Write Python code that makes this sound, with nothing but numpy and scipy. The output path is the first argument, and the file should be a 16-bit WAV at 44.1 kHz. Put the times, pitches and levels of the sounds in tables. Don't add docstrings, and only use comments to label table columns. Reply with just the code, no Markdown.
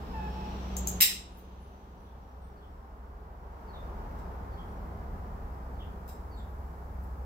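import sys
import numpy as np
from scipy import signal
from scipy.fft import rfft, irfft, next_fast_len
from scipy.io import wavfile
from scipy.ndimage import uniform_filter1d, minimum_filter1d, map_coordinates

SR = 44100
rng = np.random.default_rng(int(sys.argv[2]) if len(sys.argv) > 2 else 0)


def inscribe(sig):
    pcm = np.round(np.clip(np.atleast_2d(sig).T, -1, 1) * 32767)
    wavfile.write(sys.argv[1], SR, pcm.astype(np.int16))


N = 319725


def amp(db):
    return 10 ** (np.asarray(db) / 20)


def unit(x):
    return x / np.sqrt(np.mean(x ** 2) + 1e-20)


def along(points, hz):
    point_hz, values = np.transpose(points)
    return np.interp(np.log(hz + 1), np.log(point_hz + 1), values)


def curves(rows):
    times_s, *columns = np.transpose(rows)
    return [np.interp(np.arange(N) / SR, times_s, column) for column in columns]


def wobble(rate):
    knots = rng.standard_normal(int(N * rate / SR) + 4)
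    return map_coordinates(knots, [np.arange(N) * rate / SR])


def phase(hz):
    return 2 * np.pi * np.cumsum(hz) / SR


def filtered(x, response):
    size = next_fast_len(N + SR // 2)
    hz = np.fft.rfftfreq(size, 1 / SR)
    return irfft(rfft(x, size) * response(hz), size)[..., :N]


def rush(spectrum):
    # pitch_hz, likeness (1 = identical)
    likeness = [(60, 0.99), (200, .93), (400, .72), (800, .42), (1300, .42), (2500, 0.11), (6000, 0.041)]

    def mid_and_side(hz):
        turn = np.arccos(np.clip(along(likeness, hz), 0, 1)) / 2
        return amp(along(spectrum, hz)) * [np.cos(turn), np.sin(turn)]

    mid, side = filtered(rng.standard_normal((2, N)), mid_and_side)
    return unit(np.array([mid + side, mid - side]))


def reverb(x, build=0.0073):
    # pitch_hz, time_s to fade by 60 dB
    fade_times = [(200, .5), (1500, 0.38), (3000, .43), (5500, .39), (8000, 0.35), (14000, 0.22)]
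    hz, t, grains = signal.stft(rng.standard_normal((2, SR * 3 // 4)), SR, nperseg=256)
    fade = amp(-60 * t / along(fade_times, hz)[:, None])
    rise = 1 - np.exp(-(t / build) ** 2)
    tail = signal.istft(grains * fade * rise, SR, nperseg=256)[1]
    return signal.fftconvolve(x[None], tail / np.linalg.norm(tail[0]), axes=1)[:, :N]


def strikes(events, modes, low_hz, room_db, echo_db):
    # delay_s, left_db, right_db (before echo_db)
    echoes = [(.0067, -1, -4), (.0125, -1, -3), (.0178, -2, -7), (.0212, -5, -9), (.027, -7, -11),
              (.04, -11, -9)]
    size = 4096
    hz = np.fft.rfftfreq(size, 1 / SR)
    body = 0
    for k, (mode_hz, width_hz, db) in enumerate(modes):
        resonance = 1j * hz * width_hz / (mode_hz ** 2 - hz * hz + 1j * hz * width_hz)
        body = body + (-1) ** k * amp(db) * resonance
    body = body * (1j * hz) ** 2 / (low_hz ** 2 - hz * hz + 1j * hz * low_hz)

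    source, direct = np.zeros(N + size), np.zeros((2, N + size))
    for start_s, db, tilt_db, pan_db in events:
        start = round(start_s * SR)
        octaves_up = np.log2(np.maximum(hz, low_hz) / low_hz)
        ring = irfft(body * amp(tilt_db * octaves_up))
        ring *= amp(db) * np.sqrt(SR / 1000) / np.linalg.norm(ring)
        source[start:][:size] += ring
        direct[:, start:][:, :size] += amp([[pan_db / 2], [-pan_db / 2]]) * ring

    t = np.arange(size) / SR
    walls = np.zeros((2, size))
    for delay_s, left_db, right_db in echoes:
        fade = (t >= delay_s) * np.exp(-abs(t - delay_s) / .002)
        smear = rng.standard_normal((2, size)) * fade
        walls += amp([[left_db], [right_db]]) * smear / np.linalg.norm(smear, axis=1, keepdims=True)
    early = signal.fftconvolve(source[None], walls, axes=1)
    return direct[:, :N] + amp(echo_db) * early[:, :N] + amp(room_db) * reverb(source[:N])


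def passing(nearest, half):
    return 1 / np.hypot(1, (np.arange(N) / SR - nearest) / half)


def street():
    # nearest_s, half_power_s, rumble_db, exhaust_db, tyres_db (levels when nearest)
    vehicles = [(.3, 1.2, -50.5, -45, -48.5), (4.102, 1.8, -42, -49.5, -44.7),
                (5.051, .55, -42.5, -47, -59), (7.201, .8, -43.5, -51.5, -52.5)]
    # pitch_hz, relative level_db per Hz
    rumble = [(15, -26), (27, -10), (37, 0.5), (50, -1), (70, -13.5), (87, -2), (105, -21), (200, -49.5),
              (600, -120)]
    exhaust = [(40, -19), (60, -2.5), (105, -0.5), (128, -2.5), (160, 1), (200, 1), (260, -4), (340, -9),
               (600, -25), (2000, -120)]
    tyres = [(160, -33.5), (280, -15), (400, 2.5), (560, -2), (860, 1.5), (1250, -3.5), (1790, -14),
             (2600, -25.5), (3900, -34), (5200, -33), (7000, -45), (11000, -120)]
    hiss = [(1760, -30), (3000, -10), (4860, -7), (7620, -7), (9140, -13), (12500, -3.5), (15100, -4.5),
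            (16000, -7)]
    power = 0
    for nearest, half, *levels_db in vehicles:
        power = power + np.outer(amp(levels_db), passing(nearest, half)) ** 2
    sound = amp(-67) * rush(hiss)
    for gain, spectrum in zip(np.sqrt(power), [rumble, exhaust, tyres]):
        sound = sound + gain * rush(spectrum)
    return sound


def birds():
    # start_s, start_hz, level_db, lead_note_db
    chirps = [(2.038, 3830, -63, -81), (2.41, 3850, -69, -85), (2.608, 3480, -59, -68),
              (3.728, 3930, -54.5, -62.5), (4.566, 3530, -57, -67.5), (5.784, 3440, -52.5, -74.5),
              (6.36, 3850, -58, -61.5)]
    # start_s, length_s, pitch_hz, level_db
    whistles = [(1.272, 0.18, 10460, -61.5), (1.58, 0.095, 10300, -61.5), (1.973, 0.11, 10440, -68),
                (2.4, 0.09, 8550, -65), (2.4, .44, 8080, -76.5), (4.612, 0.14, 8720, -75.5),
                (6.357, .06, 7470, -66)]
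    chirp_s, chirp_fall = .062, .14
    lead_s, lead_hz, lead_fall = 0.058, 4720, 0.1
    notes = [(s, length_s, hz, 0, db) for s, length_s, hz, db in whistles]
    for s, hz, db, lead_db in chirps:
        notes.append((s, chirp_s, hz, chirp_fall, db))
        notes.append((s - lead_s, chirp_s, lead_hz, lead_fall, lead_db))

    song = np.zeros(N + SR)
    rasp_hz = 130 * wobble(500)
    for start_s, length_s, start_hz, fall, db in notes:
        start = round(start_s * SR)
        u = np.linspace(0, 1, max(round(length_s * SR), 2))
        hz = start_hz * (1 - fall * u) + np.roll(rasp_hz, -start)[:len(u)]
        song[start:][:len(u)] += amp(db) * np.sin(np.pi * u) * np.sin(phase(hz))
    return song[:N] + amp(-3) * reverb(song[:N])


def squeal():
    # start_s, length_s, sharp_hz at the start, level_db, second and third harmonic_db (below the note)
    squeals = [(0.127, 0.18, 62, -38.5, -13.5, -19.5), (0.347, .17, 21, -41, -26, -20)]
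    final_hz, settle_s = 853, 0.041
    attack_s, release_s = 0.02, 0.025
    tone = np.zeros(N)
    for start_s, length_s, sharp_hz, db, second_db, third_db in squeals:
        t = np.maximum(np.arange(N) / SR - start_s, 0)
        hz = final_hz + sharp_hz * np.exp(-t / settle_s)
        turn = phase(hz * (1 + .008 * wobble(150)))
        note = np.sin(turn) + amp(second_db) * np.sin(2 * turn) + amp(third_db) * np.sin(3 * turn)
        envelope = np.clip(np.minimum(t / attack_s, (length_s - t) / release_s), 0, 1)
        tone += amp(db) * envelope * note
    return tone + amp(-7) * reverb(tone)


def engine():
    # time_s, whistle_hz (before its flutter)
    revs = [(0, 5120), (1.15, 6330), (2.1, 5814), (2.75, 5484), (3.95, 5880), (5.2, 5510), (7.25, 4276)]
    # nearest_s, half_power_s
    drive_by = (0.52, .5)
    # time_s, half_width_s, rise_db over its steady level
    swells = [(.84, 0.19, 6), (5.55, 0.18, 2.5), (7.17, 0.15, 9)]
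    # pitch_hz, relative level_db per Hz
    rattle = [(200, -23), (350, 13.5), (700, -3.5), (1400, -8.5), (2200, -6), (2800, -2.5), (3700, -5),
              (5500, -13.5), (8000, -22.5), (12000, -55)]
    cruise_hz, load_db_per_octave = 5755, 22.5
    t = np.arange(N) / SR
    whistle_hz, = curves(revs)
    load = amp(load_db_per_octave * np.log2(whistle_hz / cruise_hz)) * passing(*drive_by)

    firing_hz = (64.6 - 1.9 * load) * (1 + .014 * wobble(7))
    firing = phase(firing_hz)
    drone_db = -41.5 + 1.9 * wobble(11)
    for time_s, half_width_s, rise_db in swells:
        drone_db = drone_db + rise_db * np.exp(-((t - time_s) / half_width_s) ** 2)
    drone = amp(drone_db) * unit(np.sin(firing))
    third = amp(-44.5) * load ** 2 * unit(np.sin(3 * firing))

    spin = np.sin(phase(whistle_hz * (1 + .008 * wobble(400))))
    whistle = amp(-65.5 + 2.5 * wobble(12)) * load * unit(reverb(spin))
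    clatter = amp(-50.5) * load * rush(rattle)
    return drone + third + whistle + clatter


def thud():
    # start_s, level_db, brightness in dB per octave, left_right_db
    shifts = [(5.866, -38, -9, 0)]
    # pitch_hz, width_hz, level_db
    floor = [(206, 41, -2.5), (260, 47, 3), (420, 110, -26)]
    return strikes(shifts, floor, low_hz=119, room_db=-4.0, echo_db=0.5)


def nippers():
    # start_s, level_db, brightness in dB per octave, left_right_db
    bites = [(.7667, -30.5, -1.5, 3), (.7683, -35, -2.5, 19), (.8722, -24.5, 1, 5), (.8739, -29, -1.5, 16)]
    cracks = [(1.0053, -25, -4, -19), (1.0091, -6.5, 0.5, 5), (1.0098, -14, 11, 23),
              (1.0158, -10.5, 7.5, 1), (1.3748, -50, 15, 16.5), (4.178, -61.5, -0.5, -3.5),
              (6.0792, -48.5, 3, 10), (6.112, -59, 4, -2), (7.025, -61, 8, 7.5)]
    # pitch_hz, width_hz, level_db
    gripped = [(4180, 4200, -26), (6414, 170, -0.5), (6940, 48, 0.5), (7500, 47, 3), (11000, 4500, -18),
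               (14500, 2200, -11)]
    tile = [(974, 110, -16), (2000, 260, -4.5), (2530, 130, -3.5), (2720, 160, -1.5), (3920, 310, -1.5),
            (4300, 240, -5.5), (5080, 180, -2.5), (5360, 120, 3), (5800, 2500, -7.5), (7250, 600, -3.5),
            (7440, 300, 3), (8250, 130, 1), (8600, 550, -10), (11500, 1500, -8), (13510, 380, 3.5),
            (15000, 730, -3.5)]
    biting = strikes(bites, gripped, low_hz=2500, room_db=-0.5, echo_db=-2)
    breaking = strikes(cracks, tile, low_hz=1400, room_db=11, echo_db=4)
    return biting + breaking


def scene():
    return street() + birds() + squeal() + engine() + thud() + nippers()


def ducking(dry, threshold_db, hold, release, lasting):
    power = abs(uniform_filter1d(np.mean(dry ** 2, axis=0), round(0.027 * SR)))
    excess_db = np.maximum(10 * np.log10(power + 1e-12) - threshold_db, 0)
    back, ramp = round(hold * SR / 2), round(release * SR / 2)
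    held_db = -minimum_filter1d(-excess_db, 2 * back + 1, origin=back, mode="constant")
    cut_db = np.maximum(held_db, uniform_filter1d(held_db, 2 * ramp + 1, origin=ramp))
    lasting_db = lasting * np.maximum.accumulate(excess_db)
    return amp(-(1 - lasting) * cut_db - lasting_db)


def record(dry):
    left_lag_s, lag_above_hz, top_hz = .00043, 880, 15900
    x = dry * ducking(dry, threshold_db=-17.0, hold=2.317, release=0.48, lasting=0.3)
    x = x / (1 + (x / .68) ** 6) ** (1 / 6)

    def delay_and_limit(hz):
        treble = 1 - 1 / (1 + (hz / lag_above_hz) ** 8)
        late_s = np.array([[left_lag_s], [0]]) * treble
        return np.exp(-2j * np.pi * hz * late_s) / (1 + (hz / top_hz) ** 200)

    return filtered(x, delay_and_limit)


dry = scene()
out = record(dry)
inscribe(out)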